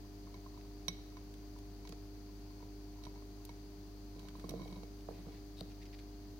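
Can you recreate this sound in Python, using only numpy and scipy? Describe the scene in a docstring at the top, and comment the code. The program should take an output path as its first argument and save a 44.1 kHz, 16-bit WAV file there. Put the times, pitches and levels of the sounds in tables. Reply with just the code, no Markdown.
"""A hermit crab climbs off a ceramic plate that lies on sand in a plastic tub.
Legs and shell tap the plate, whose decaying modes ring, and bump the lower modes of the tub.
Noise snaps make dry ticks; random slips make the shell drag and squeak; dense grains crunch as sand.
A diffuse tail gives the room, where steady sines hum and drone under shaped noise for air and hiss."""
import sys
import numpy as np
from scipy import signal
from scipy.fft import rfft, irfft, next_fast_len
from scipy.io import wavfile

SR = 44100
rng = np.random.default_rng(int(sys.argv[2]) if len(sys.argv) > 2 else 0)


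def to_wav(sig):
    """Store sig (one row per channel, or 1-D mono) as 16-bit WAV at the path in sys.argv[1].

    Samples outside -1..1 are clipped; the rate is SR.
    """
    pcm = np.clip(np.atleast_2d(sig), -1, 1) * 32767
    pcm = np.round(pcm).astype(np.int16)
    wavfile.write(sys.argv[1], SR, pcm.T)  # frames by channels


N = 281799
TIME = np.arange(N) / SR

# Modes of the plate, damped by the sand. Each row: nominal frequency in Hz, relative level in dB,
# t60 in seconds before contact damping, left over right in dB.
PLATE_MODES = [(997, 5, 0.039, -3), (2187, -9.5, 0.13, -2), (2244, -6.5, 0.034, 20), (3150, -7, .03, 16),
               (3880, -0.5, 0.043, -20), (4330, 0.5, 0.021, -9), (4560, -1.5, 0.013, -4),
               (5770, 2.5, 0.05, -21), (7870, -15, 0.014, 10), (9030, -19, 0.12, 23), (10170, 1, 0.026, 6)]
# Modes of the tub with its sand. Each row: frequency in Hz, relative level in dB,
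# t60 in seconds, left over right in dB.
TUB_MODES = [(112, -5, 0.072, 0), (174.5, -1, 0.12, -3.5), (282, 0, 0.021, -1), (341, 0, 0.045, -2.5),
             (455, -3, 0.057, -6.5), (654, 1, 0.022, -6.5), (816, -2.5, 0.023, -23),
             (1090, 0.5, 0.0072, -29)]


def from_db(db):
    """Gain for a level in dB."""
    return 10 ** (np.asarray(db) / 20)


def rms_one(x):
    """Scales to an rms of one."""
    return x / np.sqrt(np.mean(x ** 2) + 1e-30)


def at_hz(points, hz):
    """Reads a curve on a log-frequency axis."""
    f, value = np.transpose(points)
    return np.interp(np.log(hz), np.log(f), value)


def pan(db):
    """Left and right gains with a mean power of one."""
    return rms_one(from_db([[db / 2], [-db / 2]]))


def add(out, s, sound):
    """Mixes a short sound in at time s."""
    i = int(s * SR)
    out[:, i:i + sound.shape[-1]] += sound[:, :N - i]


def drift(rate):
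    """Slow random wander through about unit-spread values, rate of them per second."""
    knots = rng.standard_normal(400)
    return np.interp(TIME * rate, np.arange(len(knots)), knots)


def noise(spectrum):
    """Two unrelated noises with the given dB per Hz."""
    size = next_fast_len(N)
    hz = np.maximum(np.arange(size // 2 + 1) * SR / size, 1)
    white = rfft(rng.standard_normal((2, size)))
    shaped = irfft(white * from_db(at_hz(spectrum, hz)), size)
    return shaped[:, :N] * np.sqrt(SR / 2)


def band(x, low_hz, high_hz):
    """Second-order Butterworth band-pass design."""
    sos = signal.butter(2, [low_hz, min(high_hz, SR / 2 - 1)], "band", fs=SR, output="sos")
    return signal.sosfilt(sos, x)


def ring(clicks, hz, t60):
    """A two-pole resonance: a unit click sets off a decaying sine that starts from height one."""
    r, w = np.exp(-np.log(1000) / (t60 * SR)), 2 * np.pi * hz / SR
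    return signal.lfilter([0, np.sin(w)], [1, -2 * r * np.cos(w), r * r], clicks + 1e-18)


def grains(per_s, spread_db):
    """Random clicks of uneven size and either sign, rms one."""
    sizes = from_db(spread_db * np.minimum(rng.exponential(1, N), 3)) * rng.choice([-1, 1], N)
    return rms_one(sizes * (rng.random(N) < per_s / SR))


def swell(t, length):
    """A rounded rise and fall between t = 0 and length."""
    return np.sqrt(np.clip(1 - (2 * t / length - 1) ** 2, 0, 1))


def strike(modes, gains_db, lag_s):
    """Modes ring out after one blow; the sound reaches the right microphone later."""
    t = np.maximum(TIME[:SR // 4] - np.array([[0], [lag_s]]), 0)
    out = 0
    for k, ((hz, db, t60, side), gain_db) in enumerate(zip(modes, gains_db)):
        decay = np.exp(-np.log(1000) * t / t60)
        polarity = (-1) ** k
        out = out + polarity * pan(side) * from_db(db + gain_db) * np.sin(2 * np.pi * hz * t) * decay
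    return out


def rubbed(slips, modes, grip):
    """Modes kept ringing by a stream of slips; each is scaled so that its decay time leaves its rms alone."""
    out = 0
    for k, (hz, db, t60, side) in enumerate(modes):
        even_rms = 2 * np.sqrt(np.log(1000) / (t60 * SR))
        gain = from_db(db + at_hz(grip, hz)) * even_rms
        out = out + (-1) ** k * pan(side) * gain * ring(slips, hz, t60)
    return out


def taps(crack_db=-2.5, crack_tilt=-0.5, thud_db=-6.5, thud_hz=226, hardness_db=10):
    """Each tap cracks at the contact, rings the plate and shakes the tub through the sand."""
    # Taps of legs and shell; the plate's lowest mode shifts with the crab's weight.
    # Each row: start in seconds, drive in dB before contact colour and gains,
    # hardness of the contact from 0 to 1, lowest mode in Hz.
    tap_rows = [(0.271, -59, 0.06, 1090), (0.342, -58, 0.39, 1010), (0.4622, -52.5, 0.01, 1055),
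                (0.5406, -64, .2, 990), (0.5755, -59, 0.25, 990), (0.8819, -49.5, 0.81, 1060),
                (1.169, -57.5, 0.34, 1020), (1.851, -60.5, 0.38, 980), (2.626, -53, 0.04, 963),
                (3.037, -69, 0.72, 1000), (3.051, -71, 0.74, 1030), (3.067, -48.5, 0.07, 980),
                (3.158, -59, .2, 966), (3.175, -58, 0.08, 980), (3.222, -61, .1, 1090),
                (3.492, -54, 0.35, 950), (4.353, -59, 0.14, 1025), (4.443, -56, 0.23, 1060),
                (4.4922, -63.5, .85, 1030), (4.596, -59, 0.25, 1020), (4.617, -55.5, 0.32, 1030),
                (4.678, -68.5, 0.6, 1000), (4.726, -63.5, 0.52, 970), (4.833, -71, 0.7, 1020)]
    out = np.zeros((2, N))
    for s, db, hardness, lowest_hz in tap_rows:
        add(out, s, clink(db, hardness, lowest_hz))
        # The crack follows the force at 4 kHz; its tilt is in dB per octave.
        add(out, s, crack(db + contact_db(hardness, 4000) + crack_db, crack_tilt))
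        # The hard shell weighs in more than a leg.
        add(out, s, thud(db + thud_db + hardness_db * hardness, thud_hz))
    return out


def clink(db, hardness, lowest_hz, ring_db=5.0, scatter_db=1.5, build_s=0.00034, lag_s=0.00017):
    """One contact rings the plate; the ring builds up within a millisecond or so."""
    contact_damping = 0.17   # share of t60 that the hardest contact takes away by pressing on the plate
    modes = np.array([(lowest_hz, *PLATE_MODES[0][1:]), *PLATE_MODES[1:]])
    modes[:, 2] *= np.clip(1 - contact_damping * hardness, .1, 1)
    scatter = scatter_db * rng.standard_normal(len(modes))
    force = db + contact_db(hardness, modes[:, 0]) + scatter
    build_up = 1 - np.exp(-TIME[:SR // 4] / build_s)
    return strike(modes, ring_db + force, lag_s) * build_up


def contact_db(hardness, hz):
    """Colour of a contact: the harder it is, the higher its force reaches; higher modes radiate better."""
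    soft_top_hz, hardness_octaves = 870, 2.64   # softest contact's top; the hardest reaches this much higher
    fall_db_per_octave, radiation_db_per_octave = 18, 8.5
    top_hz = soft_top_hz * 2 ** (hardness_octaves * hardness)
    loss_db = fall_db_per_octave * np.log2(hz / top_hz)
    radiation_db = radiation_db_per_octave * np.log2(hz / PLATE_MODES[0][0])
    return radiation_db - 10 * np.log10(1 + from_db(loss_db) ** 2)


def crack(db, tilt, mid_side_db=-9.0, edge_side_db=11.0, t60=0.029):
    """A dry snap of decaying noise bands rattles briefly between the walls of the tub."""
    # Colour of a tick. Each row: frequency in Hz, gain in dB.
    tick_colour = [(1200, -13.5), (2500, -8.5), (4000, -1.5), (9000, -9)]
    out, t = 0, TIME[:SR // 10]
    edges = np.geomspace(1000, 16000, 8)
    for low, high in zip(edges, edges[1:]):
        hz = np.sqrt(low * high)
        gain = from_db(db + at_hz(tick_colour, hz) + tilt * np.log2(hz / 4000))
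        side_db = edge_side_db if hz > 7000 else mid_side_db
        rattle = rms_one(band(rng.standard_normal((2, len(t))), low, high))
        out = out + pan(side_db) * gain * rattle
    return out * np.exp(-np.log(1000) * t / t60)


def thud(db, contact_hz, level_db=6.0, scatter_db=3.0, lag_s=0.000095):
    """One contact shakes the low modes of the tub; the softer it is, the lower the modes it favours."""
    scatter = scatter_db * rng.standard_normal(len(TUB_MODES))
    modes = strike(TUB_MODES, db + level_db + scatter, lag_s)
    return signal.lfilter(*signal.butter(1, [contact_hz / 2, contact_hz * 2], "band", fs=SR), modes)


def patter(per_s=3.6, level_db=-69, hardness=.15, end_s=3.7, spread_db=4.0, pitch_spread=0.038):
    """Light footfalls touch the plate at random while the crab stands on it."""
    out = np.zeros((2, N))
    times = np.cumsum(rng.exponential(1 / per_s, size=40))
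    for s, (strength, shift) in zip(times, rng.standard_normal((len(times), 2))):
        if s < end_s:
            lowest_hz = PLATE_MODES[0][0] * (1 + pitch_spread * shift)
            add(out, s, clink(level_db + spread_db * strength, hardness, lowest_hz))
    return out


def ticks():
    """Dry clicks of claw tips, legs and shell, some together with a tap that rings the plate."""
    # Each row: start in seconds, level in dB at 4 kHz before the tick colour, tilt in dB per octave.
    tick_rows = [(1.169, -63, -11), (1.339, -55, -2), (1.587, -59.5, 1), (1.873, -51, -4),
                 (1.892, -51.5, 1), (1.923, -50.5, -5.5), (3.037, -63, -6), (3.052, -52.5, -4.5),
                 (3.451, -52.5, 5.5), (4.194, -56, -0.5), (4.285, -50.5, -4), (4.396, -55, -5),
                 (4.493, -53, 8), (4.507, -51.5, 0)]
    out = np.zeros((2, N))
    for s, db, tilt in tick_rows:
        add(out, s, crack(db, tilt))
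    return out


def bumps():
    """The heavy shell knocks against the bedded plate and drops onto the sand, which shakes the tub."""
    # Each row: start in seconds, drive in dB before the thud's gain, pitch that the contact favours in Hz.
    bump_rows = [(1.893, -55.5, 200), (1.924, -51, 306), (4.4407, -46, 450), (4.488, -54.5, 282),
                 (4.516, -44.5, 200), (4.5372, -46.5, 423), (4.559, -50.5, 220), (4.657, -53, 594),
                 (4.766, -53, 295), (4.832, -53, 600), (5.0869, -43.5, 800), (5.109, -56, 500),
                 (5.6087, -48, 85), (5.6106, -45.5, 500)]
    out = np.zeros((2, N))
    for s, db, contact_hz in bump_rows:
        add(out, s, thud(db, contact_hz))
    return out


def drag(grit_db=-16.5, attack_s=0.023, release_s=.09):
    """The hauled shell sticks and slips on the sandy rim, shakes tub and plate and scratches faintly."""
    # The crab hauls its shell over the rim, then over sand. 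Each row: start in seconds, length in seconds,
    # drive into the tub in dB, drive into the plate in dB.
    pulls = [(4.165, .08, -60.5, -64.5), (4.355, 0.18, -58, -65), (4.574, 0.2, -58, -63.5),
             (5.097, 0.062, -59.5, -68), (5.264, 0.027, -59.5, -67)]
    # How well dragging on the rim drives the plate. Each row: frequency in Hz, gain in dB.
    rim_grip = [(1000, -10.5), (2240, -4.5), (3100, -13), (3900, -7.5), (4400, -18), (5800, -20),
                (10000, -32)]
    # How well dragging drives the tub. Each row: frequency in Hz, gain in dB.
    tub_grip = [(110, -3), (180, 5), (360, -1), (620, -9), (1150, -14)]
    tub_force, plate_force = np.zeros((2, N))
    for s, length, tub_db, plate_db in pulls:
        # Each pull swells before its start and fades after its end.
        attack = 1 + (TIME - s) / attack_s
        release = 1 - (TIME - s - length) / release_s
        effort = np.clip(np.minimum(attack, release), 0, 1)
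        tub_force = np.maximum(tub_force, from_db(tub_db) * effort)
        plate_force = np.maximum(plate_force, from_db(plate_db) * effort)
    on_tub = grains(per_s=90, spread_db=3.5) * tub_force
    on_plate = grains(per_s=140, spread_db=3.0) * plate_force
    grit = band(grains(per_s=860, spread_db=5.5) * tub_force, 1500, 13000)
    shaken = rubbed(on_tub, TUB_MODES, tub_grip) + rubbed(on_plate, PLATE_MODES, rim_grip)
    return shaken + from_db(grit_db) * grit


def squeak():
    """Fine friction excites the shell's short, high resonances: a soft slide, then a sharp snap free."""
    # Resonances of the slipping shell, each passed twice. Each row: frequency in Hz, relative level in dB,
    # t60 of one pass in seconds, left over right in dB.
    shell_modes = [(3920, -5.5, 0.0081, 16), (4230, -3, 0.0023, 20), (4750, -6, 0.0012, 0),
                   (8500, -13, 0.0015, 22), (11300, -13, 0.00098, 20)]
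    start_s, length_s, slide_db = 5.562, 0.051, -61.5
    snap_s, snap_db, rise_s, fall_s = 5.6102, -38.5, 0.0017, 0.0008
    friction = grains(per_s=9000, spread_db=9.5)
    slide = from_db(slide_db) * swell(TIME - start_s, length_s)
    snap = from_db(snap_db) * np.exp(-np.maximum((snap_s - TIME) / rise_s, (TIME - snap_s) / fall_s))
    shell = 0
    for hz, db, t60, side in shell_modes:
        resonance = rms_one(ring(ring(friction, hz, t60), hz, t60))
        shell = shell + pan(side) * from_db(db) * resonance
    return (slide + snap) * shell


def crunches(upper_db=-3.0):
    """Each press sets off a short swell of grinding sand grains, partly shared by the two microphones."""
    # Feet and shell press into the sand. Each row: start in seconds, level in dB, length in seconds,
    # grain pitch in Hz.
    crunch_rows = [(0.61, -61.5, 0.0042, 2290), (5.006, -63, 0.0067, 3140), (5.11, -68.5, 0.13, 2450),
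                   (5.28, -68, 0.12, 2270), (5.695, -67, 0.037, 2800), (5.814, -61, 0.025, 2450),
                   (5.852, -62.5, 0.019, 2660), (5.926, -60.5, 0.029, 2440), (5.985, -60, 0.019, 2420)]
    out, t = np.zeros((2, N)), TIME[:SR // 4]
    shared, left, right = [grains(per_s=1200, spread_db=4.5) for _ in range(3)]
    stream = shared + np.array([left, right])
    for s, db, length, hz in crunch_rows:
        sand = stream[:, int(s * SR):][:, :len(t)]
        upper = band(sand, hz * 1.2, hz * 1.94)
        colour = band(sand, hz / 1.35, hz * 1.34) + from_db(upper_db) * upper
        add(out, s, from_db(db) * swell(t, length) * rms_one(colour))
    return out


def room(x, t60=0.73, wall_hz=4300, wet_db=-9.0):
    """A faint diffuse tail of decaying noise, duller than the direct sound."""
    t = TIME[:SR]
    tail = rng.standard_normal((2, SR)) * np.exp(-np.log(1000) * t / t60) * (t > .008)
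    tail = signal.lfilter(*signal.butter(2, wall_hz, fs=SR), tail)
    tail /= np.sqrt(np.sum(tail ** 2) / 2 * SR / 2 / wall_hz)
    return from_db(wet_db) * signal.fftconvolve(x.mean(axis=0)[None], tail, axes=1)[:, :N]


def hum(waver_db=0.93, wander_s=.0001):
    """Mains and a motor: steady sines that waver a little in level and in phase."""
    # Each row: frequency in Hz, rms level in dB before the waver, left over right in dB.
    hum_lines = [(47.9, -52.5, 1), (99.97, -60, 3.5), (109.55, -70, -7), (194, -67, 2), (249.6, -74.5, -8),
                 (300.94, -56, -2), (401.1, -62.5, -1.5), (519, -81.5, 9), (598.6, -77.5, 10),
                 (703, -72, 6), (798, -81, -15)]
    t = TIME + wander_s * drift(1.64)
    out = 0
    for hz, db, side in hum_lines:
        level = np.sqrt(2) * from_db(db + waver_db * drift(5.4))
        out = out + pan(side) * level * np.sin(2 * np.pi * (hz * t + rng.random()))
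    return out


def background():
    """Room air as shaped noise, most alike on both sides in the bass, and each microphone's own hiss."""
    # Room air. Each row: frequency in Hz, level in dB per Hz.
    air = [(32, -100), (60, -85.5), (120, -90), (180, -86), (225, -85.5), (430, -90), (520, -97),
           (850, -96.5), (1400, -103), (2800, -107), (6000, -110), (7500, -122), (16000, -135)]
    # Left-right likeness of the air. Each row: frequency in Hz, shared part of the power from 0 to 1.
    likeness = [(60, 1), (300, 0.67), (700, 0.23), (1500, 0.07), (5000, 0.17)]
    # Hiss of the left, then of the right microphone. Each row: frequency in Hz, level in dB per Hz.
    hiss = [
        [(1000, -118), (5000, -113), (10000, -113), (15500, -109)],
        [(1000, -122), (8500, -120), (11500, -115), (15500, -110)],
    ]
    # Resonances in the left microphone's hiss. Each row: centre in Hz, approximate width in Hz,
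    # peak level in dB per Hz.
    hiss_peaks = [(4583, 760, -95.5), (6200, 680, -101)]
    hz = np.geomspace(20, 16000, 80)
    alike, air_db = np.clip(at_hz(likeness, hz), 0, .99), at_hz(air, hz)
    shared_air = noise(np.c_[hz, air_db + 10 * np.log10(alike)])[0]
    separate_air = noise(np.c_[hz, air_db + 10 * np.log10(1 - alike)])
    out = shared_air + separate_air
    out += [noise(spectrum)[0] for spectrum in hiss]
    for centre, width, db in hiss_peaks:
        b, a = signal.iirpeak(centre, centre / (width * np.sqrt(2)), fs=SR)
        peak = signal.lfilter(b, a, signal.lfilter(b, a, rng.standard_normal(N)))
        out[0] += from_db(db) * np.sqrt(SR / 2) * peak
    return out


def scene():
    """The crab in its tub, over the hum and hiss of the room."""
    crab = taps() + patter() + ticks() + bumps() + drag() + squeak() + crunches()
    return crab + room(crab) + hum() + background()


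def record(dry):
    """An elliptic low-pass cuts the top steeply."""
    cutoff_hz = 15800
    return signal.sosfilt(signal.ellip(10, .1, 70, cutoff_hz, fs=SR, output="sos"), dry)


dry = scene()
out = record(dry)
to_wav(out)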